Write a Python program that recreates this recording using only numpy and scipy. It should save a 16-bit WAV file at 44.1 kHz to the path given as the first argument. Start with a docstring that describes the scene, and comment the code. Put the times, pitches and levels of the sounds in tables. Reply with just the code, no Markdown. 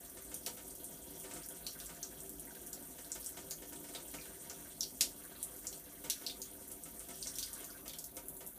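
"""Drips from a leak in a boat's hull: each lands with a tick and a tiny ringing air bubble,
and the cramped cabin throws it back. The rainwater stream they break from trickles down the
inside wall: fizzing spray, splatter and gurgle, with a faint rustle-like wash around 7.3-8 s.
Outside, heavier drops thud on the deck amid dull rain patter and a low rumble."""
import sys
import numpy as np
from scipy import signal
from scipy.fft import rfft, irfft, next_fast_len
from scipy.io import wavfile

SR = 44100
rng = np.random.default_rng(int(sys.argv[2]) if len(sys.argv) > 2 else 0)


def persist_wave(psi):
    """Save psi, clipped to +-1, as 16-bit WAV."""
    counts = np.round(np.clip(psi, -1, 1) * 32767).astype(np.int16)
    wavfile.write(sys.argv[1], SR, np.atleast_2d(counts).T)


N = 378378

# big drips: t/s, relative tick energy/dB, bubble f/Hz, relative bubble energy/dB
DRIPS = [(0.3427, -10.5, 9310, -13), (0.4629, -7, 4570, -27), (0.843, -37, 10200, -14.5),
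         (1.336, -34, 8600, -17), (1.4872, -20, 9600, -15), (1.6662, -11, 4430, -12.5),
         (1.801, -16.5, 3980, -36), (1.859, -21, 7800, -17), (2.0287, -16.5, 6360, -11),
         (2.294, -13, 11200, -25), (2.396, -50, 10000, -14.5), (2.47, -46, 1940, -31.5),
         (2.505, -49, 1520, -28.5), (2.55, -27, 1600, -29.5), (2.7308, -11, 7850, -21),
         (3.1175, -34, 7200, -8), (3.245, -14.5, 8900, -33), (3.2615, -17, 8400, -11),
         (3.292, -13, 11600, -25), (3.5094, -11, 6550, -12), (3.949, -21, 3850, -16),
         (4.1843, -32, 2410, -22.5), (4.211, -33, 4340, -26), (4.4974, -35, 6440, -15.5),
         (4.8076, -13, 5650, -5.5), (4.83, -14, 4540, -11.5), (5.0088, 6.5, 6600, -10),
         (5.4285, -34, 9800, -6), (5.6687, -19, 7060, -8.5), (5.728, -18, 4560, -28),
         (6.0994, 0.5, 5670, -16), (6.264, -14.5, 4440, -7.5), (6.2972, -19, 3700, -15.5),
         (6.4176, -13.5, 6620, -14), (6.7173, -25, 9520, -16), (6.8363, -25, 8750, -16.5),
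         (6.994, -34, 9100, -15), (7.086, -20, 8790, -27), (7.2262, -20, 4850, -14.5),
         (7.2702, -19, 5960, -12), (7.3548, -18, 5700, -20), (7.3854, -6, 6140, -16),
         (7.4277, -11, 4800, -11), (7.5304, -26, 9400, -12), (7.6435, -15.5, 6900, -29),
         (7.8796, -15, 5000, -32), (7.895, -20, 3600, -22), (7.9347, -19, 3420, -22),
         (7.9873, -12.5, 6850, -28), (8.0417, -13.5, 8200, -35), (8.1675, -15.5, 8500, -23),
         (8.2837, -24, 11100, -12), (8.464, -31, 9200, -18)]
# wet wall resonances: f/Hz, width/Hz, level/dB re plain wall
WET_WALL_MODES = [(3600, 180, -13), (4000, 58, -14), (4280, 50, -13), (5710, 300, -4)]
# nearest wall reflections: delay/s, relative level/dB
WALL_ECHOES = [(.0015, -7.5), (.0071, -6), (0.0104, -10), (0.019, -11)]
# stream splatter: t/s, relative level/dB
SPLATTER_ENVELOPE = [(0.0, -59), (1.1, -57.5), (1.65, -57.5), (2.41, -60), (4.85, -58.5), (6.04, -62),
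                     (6.24, -57), (6.79, -61.5), (7.41, -51.5), (8.58, -90)]
# stream gurgle, and a faint rustle-like wash around 7.3-8 s: t/s, relative level/dB
GURGLE_WASH_ENVELOPE = [(0.0, -64), (0.62, -72), (1.79, -60.5), (2.32, -67.5), (3.03, -64.5), (3.3, -64),
                        (3.58, -71.5), (4.66, -61), (4.83, -73), (5.33, -61.5), (5.83, -66), (6.14, -63),
                        (6.93, -70), (7.65, -58.5), (8.05, -70), (8.58, -69.5)]
# inside filter curves: f/Hz, level/dB
FIZZ_EQ = [(3000, -25), (5000, -34), (6000, -11), (7800, -10.5), (9000, -1), (10000, 3.5), (10450, -4),
           (11000, 1.5), (12000, 2.5), (15200, 1)]
SPLATTER_EQ = [(2000, -19), (3200, -4.5), (3800, -12.5), (4500, -6.5), (4900, -11.5), (5800, -2),
               (7500, -1), (9000, 8.5), (11000, -12)]
GURGLE_WASH_EQ = [(700, -3), (1250, 8.5), (1600, 8.5), (2400, 4.5), (3300, 5.5), (5000, 12.5)]
# drops thudding on the deck, placed by hand: t/s, relative level/dB
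DECK_THUDS = [(0.464, -44), (1.243, -52), (1.309, -48.5), (1.359, -50), (1.891, -51.5), (2.98, -52),
              (3.155, -50.5), (3.368, -47), (3.51, -53), (3.619, -51), (3.722, -52), (3.948, -47.5),
              (4.137, -45.5), (4.497, -50.5), (5.009, -47), (5.642, -53.5), (6.04, -47.5), (6.7, -57.5),
              (7.085, -54), (8.167, -48.5)]
# hull panel resonances: f/Hz, width/Hz, level/dB re plain panel
HULL_MODES = [(159.2, 12.7, 8), (217, 13, 2.5), (266, 4.7, 12), (292.8, 7.6, 14), (346, 34, 5),
              (385.7, 12.2, 15.5), (498, 11, 12), (524, 11, 8), (584, 10, 3.5), (650, 56, 1), (691, 10, 11),
              (733, 6.7, 0), (933, 26, 15.5), (1203, 27, 11), (1308, 30, 9.5), (1317, 21, 6),
              (1478, 63, 13.5), (1783, 17, 14.5), (2150, 61, 6.5)]
# rain on the deck: t/s, level/dB
RAIN_ENVELOPE = [(0.0, -59), (1.4, -57), (4.3, -58), (4.95, -59), (6.6, -58.5), (8.58, -60)]
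# outside filter curves: f/Hz, level/dB
THUD_EQ = [(150, 2.5), (350, 1), (700, 3), (1050, -2.5), (1500, -4.5), (3000, 0.5), (4500, -3), (8000, 5)]
DECK_EQ = [(90, -36), (160, -0.5), (300, -2.5), (450, -7), (700, -6.5), (820, -10.5), (1050, -21.5),
           (1600, -28), (3000, -28.5)]
RUMBLE_EQ = [(20, -39), (35, -15), (50, -1), (70, -11), (100, -12.5), (140, -21), (300, -16)]

CABIN_T60_S, DECK_T60_S = 0.18, 0.19


def drips(tick_gain_db=0.5, ring_gain_db=-2.5, deep_below_hz=2500):
    """Impact tick plus trapped bubble; large bubbles sit deeper and ring longer."""
    out = np.zeros(N)
    for t_s, tick_db, bubble_hz, ring_db in list(DRIPS) + droplets():
        # new landing spot, new echo
        echo = cabin_echo(direct_db=-1.5, near_db=5.5, near_t60_s=0.021, tail_db=7.0, tail_delay_s=0.0045)
        quickness = from_db(-0.16 * tick_db)   # heavy drops flatten slower: deeper tick
        tick = cut(echo, 0.58 * bubble_hz * quickness, "high", order=3)
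        tick = cut(tick, 11800 * quickness, "low")
        cycles = 50 if bubble_hz < deep_below_hz else 7.3
        ring = signal.fftconvolve(bubble(bubble_hz, cycles, rise=0.0095), echo)
        ring = unit_energy(cut(ring, 0.64 * bubble_hz, "high", order=4))
        pinch_off_s = t_s + 2 / bubble_hz
        add(out, t_s, from_db(tick_db + tick_gain_db) * tick)
        add(out, pinch_off_s, from_db(ring_db + ring_gain_db) * ring)
    return resonate(out, WET_WALL_MODES)


def droplets(count=36, low_hz=2960, high_hz=11550, tilt_db_per_octave=5, spread_db=4.5):
    """Random small droplets as DRIPS rows; high ones are more common and louder."""
    when, smallness, strength = rng.random((count, 3)).T
    bubble_hz = low_hz * (high_hz / low_hz) ** np.sqrt(smallness)
    level_db = tilt_db_per_octave * np.log2(bubble_hz / high_hz) + spread_db * (2 * strength - 1)
    tick_db, ring_db = level_db - 23.5, level_db - 21
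    return list(zip(when * N / SR, tick_db, bubble_hz, ring_db))


def bubble(hz, cycles, rise):
    """Trapped air swells, then rings down 60 dB in `cycles`; pitch rises as it nears the surface."""
    turns = np.arange(SR // 25) / SR * hz
    pitch_hz = hz * (1 + rise * np.minimum(turns / cycles, 1))
    envelope = (1 - np.exp(-turns)) * 1000 ** -(turns / cycles)
    return envelope * np.sin(2 * np.pi * np.cumsum(pitch_hz) / SR)


def cabin_echo(direct_db=-2, near_db=-1, near_t60_s=0.022, tail_db=4, tail_delay_s=0.0038):
    """Response at one spot: direct sound, near-wall scatter and slaps, short cabin tail."""
    t_s = np.arange(SR // 5) / SR
    echo = from_db(near_db) * dying_noise(t_s, near_t60_s)
    echo[0] += from_db(direct_db)
    for delay_s, level_db in WALL_ECHOES:
        add(echo, delay_s * rng.uniform(0.75, 1.25), from_db([level_db]))
    add(echo, tail_delay_s, from_db(tail_db) * dying_noise(t_s, CABIN_T60_S))
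    return unit_energy(echo)


def trickle(fizz_db=-54, splatter_gain_db=1, gurgle_wash_gain_db=-2):
    """Thin stream: steady spray, wall splatter, gurgle; also a faint rustle-like wash near 7.65 s."""
    spray = rms_one(patter(per_s=1700, spread_db=4.0, t60_s=0.051))
    impacts = clicks(per_s=120, spread_db=5.5)
    crackle = rms_one(signal.fftconvolve(impacts, cabin_echo(near_db=-12, tail_db=-6))[:N])
    fizz = spray + from_db(-5) * crackle
    splatter = bubbling(per_s=190, low_hz=2920, high_hz=10600, cycles=6.4, spread_db=2.5)
    gurgle_wash = bubbling(per_s=260, low_hz=979, high_hz=3890, cycles=10.2, spread_db=2.5)
    splatter_db = in_time(SPLATTER_ENVELOPE) + splatter_gain_db
    gurgle_wash_db = in_time(GURGLE_WASH_ENVELOPE) + gurgle_wash_gain_db
    return (from_db(fizz_db) * rms_one(colour(fizz, FIZZ_EQ))
            + from_db(splatter_db) * rms_one(colour(splatter, SPLATTER_EQ))
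            + from_db(gurgle_wash_db) * rms_one(colour(gurgle_wash, GURGLE_WASH_EQ)))


def bubbling(per_s, low_hz, high_hz, cycles, spread_db, sizes=40):
    """Swarm of mixed-size bubbles at one spot in the cabin."""
    births = clicks(per_s, spread_db)
    size_index = rng.integers(0, sizes, N)
    rings = [rms_one(bubble(hz, cycles, rise=0.25)) for hz in np.geomspace(low_hz, high_hz, sizes)]
    out = np.zeros(N)
    for at in np.flatnonzero(births):
        add(out, at / SR, births[at] * rings[size_index[at]])
    return signal.fftconvolve(out, cabin_echo(near_db=-35, tail_db=4.5))[:N]


def thuds(gain_db=27, attack_s=0.0019):
    """Heavy drops shake the deck, which spreads and dulls each blow."""
    out = np.zeros(N)
    t_s = np.arange(SR // 4) / SR
    attack = 1 - np.exp(-t_s / attack_s)
    shared_ring = dying_noise(t_s, DECK_T60_S)
    for onset_s, blow_db in list(DECK_THUDS) + random_thuds():
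        spot_ring = dying_noise(t_s, DECK_T60_S)
        add(out, onset_s, from_db(blow_db + gain_db) * attack * (shared_ring + spot_ring))
    return resonate(colour(out, THUD_EQ), HULL_MODES)


def random_thuds(count=24, relative_db=-53.5, spread_db=2.5):
    """Further random drops on the deck, mostly a little softer, as DECK_THUDS rows."""
    when, strength = rng.random((count, 2)).T
    return list(zip(when * N / SR, relative_db + spread_db * (2 * strength - 1)))


def rain(rumble_db=-63):
    """Small drops drum on the deck over a low outdoor rumble."""
    drops = patter(per_s=280, spread_db=2.5, t60_s=0.1)
    drumming = resonate(colour(drops, DECK_EQ), HULL_MODES)
    rumble = colour(rng.standard_normal(N), RUMBLE_EQ) * from_db(drift(rate_hz=5.8))
    return from_db(in_time(RAIN_ENVELOPE)) * rms_one(drumming) + from_db(rumble_db) * rms_one(rumble)


def patter(per_s, spread_db, t60_s):
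    """Dense impacts, each a decaying noise burst; energies add."""
    decay = from_db(-120 / (t60_s * SR))
    energy = signal.lfilter([1], [1, -decay], clicks(per_s, spread_db) ** 2 + 1e-18)
    return np.sqrt(energy) * rng.standard_normal(N)


def clicks(per_s, spread_db):
    """Random impulses, most small, a few large."""
    sizes = from_db(spread_db * np.minimum(rng.exponential(1, N), 4))
    signs = rng.choice([-1, 1], N)
    return sizes * signs * (rng.random(N) < per_s / SR)


def dying_noise(t_s, t60_s):
    """Diffuse tail, energy 1."""
    return unit_energy(rng.standard_normal(len(t_s)) * 1000 ** (-t_s / t60_s))


def drift(rate_hz):
    """Slow random curve, rms 1, one point per 40 samples."""
    pole = np.exp(-80 * np.pi * rate_hz / SR)
    noise = rng.standard_normal(N // 40 + 2002)
    slow = signal.lfilter([1], [1, -2 * pole, pole * pole], noise)[2000:]
    return np.interp(np.arange(N) / 40, np.arange(len(slow)), rms_one(slow))


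def resonate(x, modes):
    """Struck surface: input plus its ringing modes."""
    out = x.copy()
    for hz, width_hz, level_db in modes:
        peak = signal.iirpeak(hz, hz / width_hz, fs=SR)
        out += from_db(level_db) * signal.lfilter(*peak, x)
    return out


def colour(x, eq):
    """Minimum-phase filter; 20 dB down an octave past each end of the curve."""
    size = next_fast_len(len(x) // 2 + SR // 10, True) * 2
    hz, level_db = np.transpose(eq)
    hz = np.r_[hz[0] / 2, hz, hz[-1] * 2]
    level_db = np.r_[level_db[0] - 20, level_db, level_db[-1] - 20]
    bins_hz = np.maximum(np.arange(size // 2 + 1) * SR / size, 1)
    gain = from_db(np.interp(np.log(bins_hz), np.log(hz), level_db))
    cepstrum = irfft(np.log(gain))
    cepstrum[1:size // 2] *= 2
    cepstrum[size // 2 + 1:] = 0
    return irfft(rfft(x, size) * np.exp(rfft(cepstrum)))[:len(x)]


def cut(x, hz, kind, order=2):
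    """High- or low-pass."""
    return signal.sosfilt(signal.butter(order, min(hz, 0.45 * SR), kind, fs=SR, output="sos"), x)


def in_time(rows):
    """Breakpoints to a per-sample curve."""
    return np.interp(np.arange(N) / SR, *np.transpose(rows))


def add(out, t_s, sound):
    """Mix in at t_s."""
    at = max(round(t_s * SR), 0)
    out[at:at + len(sound)] += sound[:len(out) - at]


def from_db(db):
    """dB to gain."""
    return 10 ** (np.asarray(db) / 20)


def rms_one(x):
    """Scale to rms 1."""
    return x / np.sqrt(np.mean(x ** 2) + 1e-20)


def unit_energy(x):
    """Scale to energy 1."""
    return x / np.linalg.norm(x)


def scene():
    """Leak inside, rain outside; mono."""
    stream = trickle()
    return (drips() + stream + thuds() + rain())[None]


def record(dry, cutoff_hz=15200):
    """Steep low-pass."""
    return signal.sosfilt(signal.ellip(12, 0.1, 80, cutoff_hz, fs=SR, output="sos"), dry)


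dry = scene()
out = record(dry)
persist_wave(out)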